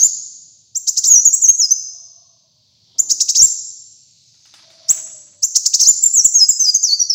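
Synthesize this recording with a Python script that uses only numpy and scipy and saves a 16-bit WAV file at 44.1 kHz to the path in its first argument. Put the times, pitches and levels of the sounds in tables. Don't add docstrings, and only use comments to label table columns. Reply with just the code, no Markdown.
import sys
import numpy as np
from scipy import signal
from scipy.fft import rfft, irfft
from scipy.io import wavfile
from scipy.ndimage import uniform_filter1d, map_coordinates

SR = 44100
rng = np.random.default_rng(int(sys.argv[2]) if len(sys.argv) > 2 else 0)


def wav_record(signal):
    frames = np.transpose(np.atleast_2d(signal))
    bounded = np.clip(frames, -1, 1)
    quanta = np.round(bounded * 32767).astype(np.int16)
    wavfile.write(sys.argv[1], SR, quanta)


def volts(x):
    e = np.asarray(x, float) / 20
    return 10 ** e


N = 314874
TIME = np.arange(N) / SR


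def shape(hz, table):
    f, db = np.transpose(table)
    return volts(np.interp(np.log(np.maximum(hz, 1)), np.log(f), db))


def band(x, lo_hz, hi_hz):
    edges = [lo_hz, min(hi_hz, .45 * SR)]
    return signal.sosfilt(signal.butter(3, edges, "band", fs=SR, output="sos"), x)


def unit(x):
    return x / np.sqrt(np.mean(x ** 2))


def walk(rate):
    k = max(int(SR / rate), 1)
    steps = np.repeat(rng.standard_normal(N // k + 1), k)
    return unit(uniform_filter1d(uniform_filter1d(steps, k), k)[:N])


def coloured(table):
    spectrum = rfft(rng.standard_normal(N)) * shape(np.arange(N // 2 + 1) * SR / N, table)
    return unit(irfft(spectrum, N))


def curve(rows, edge_s):
    s, *columns = np.transpose(rows)
    gate = np.clip(np.minimum(TIME - s[0], s[-1] - TIME) / edge_s + 1, 0, 1)
    return gate, [uniform_filter1d(np.interp(TIME, s, c), size=60) for c in columns]


def fade(t, t60):
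    return 1000 ** (-t / t60)


# t/s, rise/s, foot f/Hz, top f/Hz, peak level/dB
CHIRPS = [(-0.034, .041, 2600, 6580, -12), (0.748, .025, 4760, 7380, -12), (0.868, .032, 2957, 7370, -7.5),
          (0.963, .032, 2902, 7220, -9.5), (1.032, .044, 3090, 7440, -9.5), (2.983, .017, 4800, 7157, -5.5),
          (3.092, .034, 2938, 6984, -6.5), (3.198, .030, 2500, 7132, -6.5), (3.281, 0.032, 2460, 6516, -9),
          (3.345, .037, 2387, 6667, -9), (4.883, .026, 4700, 7690, -5), (5.422, .029, 4600, 7330, -8),
          (5.548, 0.028, 2752, 7073, -6), (5.652, 0.023, 2741, 7226, -4), (5.73, .032, 2543, 7043, -6.5),
          (5.79, .033, 2765, 6425, -6)]
RASP_DB = [-4.5, -10.5, 0.5, 0, -0.5, -6, 0.5, -0.5, 0.5, -5, -3.5, -1, 3.5, 0, -4, 6]
# t/s, level/dB
SURGES = [(0.033, 6.5), (1.144, 3), (1.279, 3.5), (1.345, 3.5), (1.489, 3.5), (1.72, 1.5), (3.432, 5.5),
          (3.448, 4), (5.896, 5), (6.04, 5), (6.065, 3.5), (6.254, 10.5), (6.495, 8.5), (6.696, 3),
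          (6.753, 3)]


def sunbird():
    shiver, breath = walk(1500), band(coloured(THROAT), 3300, 13000)
    wander = 1 + .004 * walk(90)
    run_on_s, release_s, release_db = .035, .003, -18
    song, left = 0, whistles()
    for row, rasp_db in zip(CHIRPS, RASP_DB):
        start, rise = row[:2]
        joined = [w for w in left if 0 < w[0][0] - start - rise < run_on_s]
        left = [w for w in left if w not in joined]
        points = chirp(*row, bool(joined))
        s, hz, db = points[-1]
        ending = joined[0] if joined else [(s + release_s, hz, db + release_db)]
        song = song + note(sorted(points + ending), rasp_db, shiver, breath, wander)
    for points in left:
        song = song + note(points, -72, shiver, breath, wander)
    surge_s, flutter_db = 0.0038, 1.5
    surge_db = sum(db * np.exp(-((TIME - s) / surge_s) ** 2) for s, db in SURGES)
    return song * volts(flutter_db * np.minimum(walk(190), 1) + surge_db)


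def chirp(s, rise, foot_hz, top_hz, db, runs_on):
    knee_hz, faster, round_hz, round_s = 4800, 1.6, 239.6, .004
    foot_db, attack_s, opener_hz = -26, .011, 4000
    low = max(knee_hz - foot_hz, 50)
    high = (top_hz - round_hz - knee_hz) / faster
    knee = (rise - round_s) * low / (low + high)
    hold, top_db = (.005, 0) if runs_on or foot_hz > opener_hz else (.001, -9)
    at = np.unique([0, knee, attack_s / 2, attack_s, rise - round_s, rise, rise + hold])
    bends_hz = [foot_hz, foot_hz + low, top_hz - round_hz, top_hz]
    hz = np.interp(at, [0, knee, rise - round_s, rise], bends_hz)
    size_db = db + np.interp(at, [0, attack_s, rise - round_s, rise + hold], [foot_db, 0, 0, top_db])
    return list(zip(s + at, hz, size_db))


STEP = [(0, .88), (.06, 1.12), (.17, .92), (.33, 1), (.41, .8), (.56, .13), (.64, .06), (.93, 0), (1, -.06)]
SLIDE = [(0, 1), (.16, .96), (.42, .56), (.52, .52), (.85, .1), (1, 0)]
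HOOK = [(0, 1), (.12, .85), (.36, .15), (.47, 0), (.65, .2), (.85, .35), (1, .35)]
TIP = [(0, 0), (.16, .65), (.5, .6), (.85, .95), (1, 1)]
CLIMB = [(0, 0), (.1, .08), (.42, .8), (.56, 1), (.85, .98), (1, .9)]
SHAPE_DB = [
    [-9, 1, -1, -7, -3, -5.5, -1, -1, -2],
    [-18, -4, -3, -1, -1.5, -10.5],
    [-10, -2.5, 1.5, -8.5, 2.5, -1, -7.5],
    [-4, -4, 1.5, -4.5, -15.5],
    [-3, -2, 1.5, -0.5, -1, -4.5],
]
# t/s, length/s, high f/Hz, low f/Hz, peak level/dB
STEPS = [(6.342, .107, 6590, 5071, -5.5), (6.596, 0.11, 6250, 4857, -6.5)]
SLIDES = [(1.416, .05, 7330, 5857, -4.5), (6.133, .082, 7762, 5483, -4), (6.243, .025, 7840, 6600, -3),
          (6.485, .03, 7716, 6815, -5.5), (7.118, 0.035, 5466, 4670, -12.5)]
HOOKS = [(1.252, .041, 7210, 6492, -1.5), (6.742, .028, 7003, 6152, -6), (6.994, .036, 6123, 5620, -8),
         (7.098, .020, 5900, 5230, -7)]
TIPS = [(1.33, 0.023, 7816, 7040, -7.5), (1.477, 0.036, 6572, 6074, -3.5), (1.709, 0.022, 6286, 5804, -3.5)]
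CLIMBS = [(0.017, .053, 7165, 6090, -6), (3.4, .059, 7425, 5540, -4), (5.845, .072, 7177, 4000, -5)]
# t/s, f/Hz, peak level/dB
DIVES = [
    [(1.085, 7200, -3.5), (1.097, 6680, -10), (1.12, 6670, 3.5), (1.135, 6578, -4.5), (1.159, 5960, -4),
     (1.17, 5790, -9.5), (1.194, 5897, -8), (1.207, 6010, -12.5)],
    [(1.58, 6600, -19), (1.589, 7000, -16.5), (1.602, 6785, -7), (1.626, 5318, -10), (1.654, 5016, -8),
     (1.659, 5150, -25.5)],
    [(6.02, 7900, -25.5), (6.028, 7780, -15.5), (6.04, 7310, -2), (6.049, 7080, -19), (6.057, 7100, -15),
     (6.064, 7305, -4.5), (6.071, 7200, -5), (6.076, 7000, -25)],
    [(6.83, 7005, -15), (6.834, 7135, -13), (6.841, 6187, -6), (6.852, 5790, -9.5), (6.869, 5260, -17.5),
     (6.893, 4472, -15.5), (6.912, 4332, -12), (6.938, 4633, -9), (6.959, 4680, -17.5)],
]


def whistles():
    weak_below_hz, weak_db_per_khz = 4900, 12
    kinds = zip((STEP, SLIDE, HOOK, TIP, CLIMB), SHAPE_DB, (STEPS, SLIDES, HOOKS, TIPS, CLIMBS))
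    found = list(DIVES)
    for form, levels, rows in kinds:
        for s, length, high, low, db in rows:
            points = []
            for (u, v), point_db in zip(form, levels):
                hz = low + v * (high - low)
                loss_db = weak_db_per_khz * max(weak_below_hz - hz, 0) / 1000
                points.append((s + u * length, hz, db + point_db - loss_db))
            found.append(points)
    return found


# multiple of the pitch, level/dB, share of rasp 0-1
PARTIALS = [(.5, -19.5, 0.84), (1, 2, 0.11), (1.5, 1.5, 0.6), (2, -6.5, 0.17), (2.5, -8, 1), (3, -14, 0.2)]
# f/Hz, level/dB
THROAT = [(1500, -31), (2500, -19.5), (3500, -24), (4500, -6.5), (7000, 4.5), (8300, -18), (9200, -46.5),
          (10500, -28.5), (13000, -17), (15500, -10.5)]


def note(rows, rasp_db, shiver, breath, wander):
    gate, (hz, size) = curve([(s, f, volts(db)) for s, f, db in rows], edge_s=0.002)
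    on = gate > 0
    hz, t = (hz * wander)[on], TIME[on] - rows[0][0]
    fade_s, top_hz = .055, 6000
    fading_db = rasp_db - 20 * (t / fade_s) ** 2 - np.maximum(hz - top_hz, 0) / 50
    rasp = np.minimum(volts(fading_db), 3)
    rough = np.minimum(rasp, 1)
    phase = 2 * np.pi * np.cumsum(hz) / SR + (.03 + .25 * rough) * shiver[on]
    tone, power = 0, 0
    for k, db, share in PARTIALS:
        gain = volts(db) * rasp ** share * shape(k * hz, THROAT) * (k * hz < .45 * SR)
        tone = tone + gain * np.sin(k * phase)
        power = power + gain ** 2
    air = volts(-38) + volts(-13) * rough
    out = np.zeros(N)
    out[on] = (gate * size)[on] * (tone / np.sqrt(power) + air * breath[on])
    return out


# from t/s, delay/ms, level/dB
FLOOR = [
    (0, 1.5, -9.5),
    (.5, 1.56, -9.5),
    (2.5, 1.8, -6.5),
    (4.5, 1.4, -3),
    (5.2, 1.96, -8.5),
    (5.98, 1.55, -12.5),
]


def mirrored(x):
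    s, ms, db = np.transpose(FLOOR)
    perch = np.maximum(np.searchsorted(s, TIME) - 1, 0)
    echo = map_coordinates(x, [(TIME - ms[perch] / 1000) * SR], order=3)
    return (x + volts(db[perch]) * echo) / np.sqrt(1 + volts(2 * db[perch]))


# t/s, peak level/dB, low knock against it level/dB
HOPS = [
    (4.344, -58, -3),
    (4.3944, -71, 9),
    (4.4551, -47, -17.5),
    (4.5391, -37.5, -39),
    (4.7027, -45, -9.5),
    (4.8849, -49.5, -5),
    (4.9072, -28.5, -24.5),
    (5.1009, -46.5, -27),
    (5.1897, -54.5, -1),
]
# f/Hz, t60/s, level/dB
CAGE = [(827, 0.062, -6.5), (1430, 0.028, -3), (2152, 0.015, -1), (2926, 0.044, -4.5), (3630, 0.017, 8),
        (5200, 0.02, -2)]


def claws():
    out, t = np.zeros(N), np.arange(4000) / SR
    for s, db, low_db in HOPS:
        noise, ring = rng.standard_normal(len(t)), 0
        for f, t60, wire_db in CAGE:
            ring = ring + volts(wire_db) * np.sin(2 * np.pi * (f * t + rng.random())) * fade(t, t60)
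        rattle = 0.8 * band(noise, 800, 8500) * np.exp(-t / 0.044)
        crack = 0.31 * noise * np.exp(-t / 0.0089)
        knock = volts(low_db) * 3 * band(noise, 95, 1170) * np.exp(-t / 0.0074)
        first = int(s * SR)
        out[first:first + len(t)] += volts(db - 3) * (0.79 * ring + rattle + crack + knock)
    return out


# loudest t/s, level/dB
WINGS = [
    [(3.05, -58)],
    [(4.6, -58.5), (4.96, -50.5), (5.3, -72.5)],
]
# low f/Hz, high f/Hz
WING_BANDS = [
    (250, 970),
    (750, 3900),
]


def wings():
    rise_db_s, fall_db_s = 109.5, 80
    out = np.zeros(N)
    beats = 1 + 0.5 * np.sin(2 * np.pi * 17 * TIME + 2.3 * walk(5))
    for flaps, (lo, hi) in zip(WINGS, WING_BANDS):
        size = 0
        for s, db in flaps:
            drop_db = np.maximum(rise_db_s * (s - TIME), fall_db_s * (TIME - s))
            size = size + volts(db - drop_db)
        rustle = unit(band(rng.standard_normal(N), lo, hi))
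        out += size * volts(0.5) * beats * volts(1.8 * walk(76)) * rustle
    return out


# low f/Hz, high f/Hz, t60/s, level/dB
ROOM = [(60, 340, 2.5, -2), (2700, 6300, 1.17, -20.5), (6000, 10340, 0.97, -18), (10260, 19000, 0.4, -22)]
# delay t/s, level/dB
ECHOES = [
    (.0031, -13),
    (.0078, -14),
    (0.0143, -19),
]


def room(x):
    t = np.arange(2 * SR) / SR
    noise = rng.standard_normal(len(t)) * np.clip((t - .003) / 0.0023, 0, 1)
    ring = 0
    for lo, hi, t60, db in ROOM:
        ring = ring + volts(db + 10.5) * band(noise, lo, hi) * fade(t, t60) / np.sqrt(t60 * SR / 14)
    for s, db in ECHOES:
        ring[int(s * SR)] += volts(db)
    return signal.fftconvolve(x, ring)[:N]


def earlier_song():
    return volts(-28.5) * unit(band(rng.standard_normal(N), 4540, 6770)) * fade(TIME, 1.26)


# t/s, length/s, f/Hz, level/dB
CROWS = [
    (0.25, .5, 655, -80),
    (1.85, 1.05, 680, -66),
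    (4.65, .95, 650, -53),
]
# share of length, pitch ratio, level/dB
CROW = [(0, .995, -6), (.14, 1, 0), (.45, .99, -1), (.62, .93, -8), (1, .86, -18)]


def cock():
    out = 0
    for (s, length, pitch_hz, peak_db), overtone_db in zip(CROWS, (-12, -5, -16)):
        rows = [(s + u * length, pitch_hz * ratio, peak_db + d) for u, ratio, d in CROW]
        gate, (hz, db) = curve(rows, edge_s=0.023)
        phase = 2 * np.pi * np.cumsum(hz) / SR
        line = (.7 + .5 * walk(70)) * np.sin(phase) + .5 * walk(70) * np.cos(phase)
        overtone = volts(overtone_db) * walk(350) * np.sin(1.6 * phase)
        hoarse = volts(-4) * walk(200) * np.sin(phase)
        out = out + gate * volts(db) * (line + overtone + hoarse)
    return out


# t/s, end t/s, centre f/Hz, first level/dB, last level/dB
FLOCK = [
    (2.714, 2.94, 4340, -63, -58),
    (3.95, 4.252, 5200, -56.5, -53),
    (4.404, 4.851, 4620, -54.5, -48),
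]


def flock():
    sink = .9
    parts = ((.55, -17), (.85, -3.5), (1.05, -0.5), (1.3, -3), (1.55, -15.5), (2.2, -29), (2.7, -33.5))
    out = 0
    for s, end, centre_hz, first_db, last_db in FLOCK:
        rows = [(s, first_db, centre_hz / sink ** .5), (end, last_db, centre_hz * sink ** .5)]
        gate, (db, hz) = curve(rows, edge_s=0.22)
        for spread, part_db in parts:
            phase = 2 * np.pi * np.cumsum(hz * spread) / SR
            out = out + gate * volts(db + part_db + 2 * walk(12)) * walk(1500) * np.sin(phase)
    return out


# f/Hz, level/dB per Hz
HUM = [(25, -21), (60, -11), (115, 4.5), (190, -7), (400, -26), (600, -19.5), (1000, -30), (2000, -35.5),
       (4500, -3.5), (7500, -22), (9300, -47.5), (15000, -35)]


def street_hum():
    return volts(-59.5 + .8 * walk(1.9)) * coloured(HUM)


def scene():
    near = mirrored(sunbird()) + claws() + wings()
    outside = cock() + flock() + street_hum()
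    return (near + room(near) + earlier_song() + outside)[None]


def roll_off(x):
    return signal.sosfilt(signal.butter(12, 15870, fs=SR, output="sos"), x)


def record(dry):
    dry = signal.sosfilt(signal.butter(2, 55, "high", fs=SR, output="sos"), dry)
    thump = signal.sosfilt(signal.butter(3, 110, "high", fs=SR, output="sos"), volts(-24) * dry ** 2)
    fast = signal.resample_poly(dry + thump, up=160, down=147, axis=1)
    top = .85
    clipped = np.clip(fast, -top, .97 * top)
    mix = signal.resample_poly(clipped, up=147, down=160, axis=1)[:, :N]
    mix = signal.sosfilt(signal.butter(2, 60, "high", fs=SR, output="sos"), mix)
    mix = signal.sosfilt(signal.ellip(8, .2, 60, 15800, fs=SR, output="sos"), mix)
    return roll_off(mix)


dry = scene()
out = record(dry)
wav_record(out)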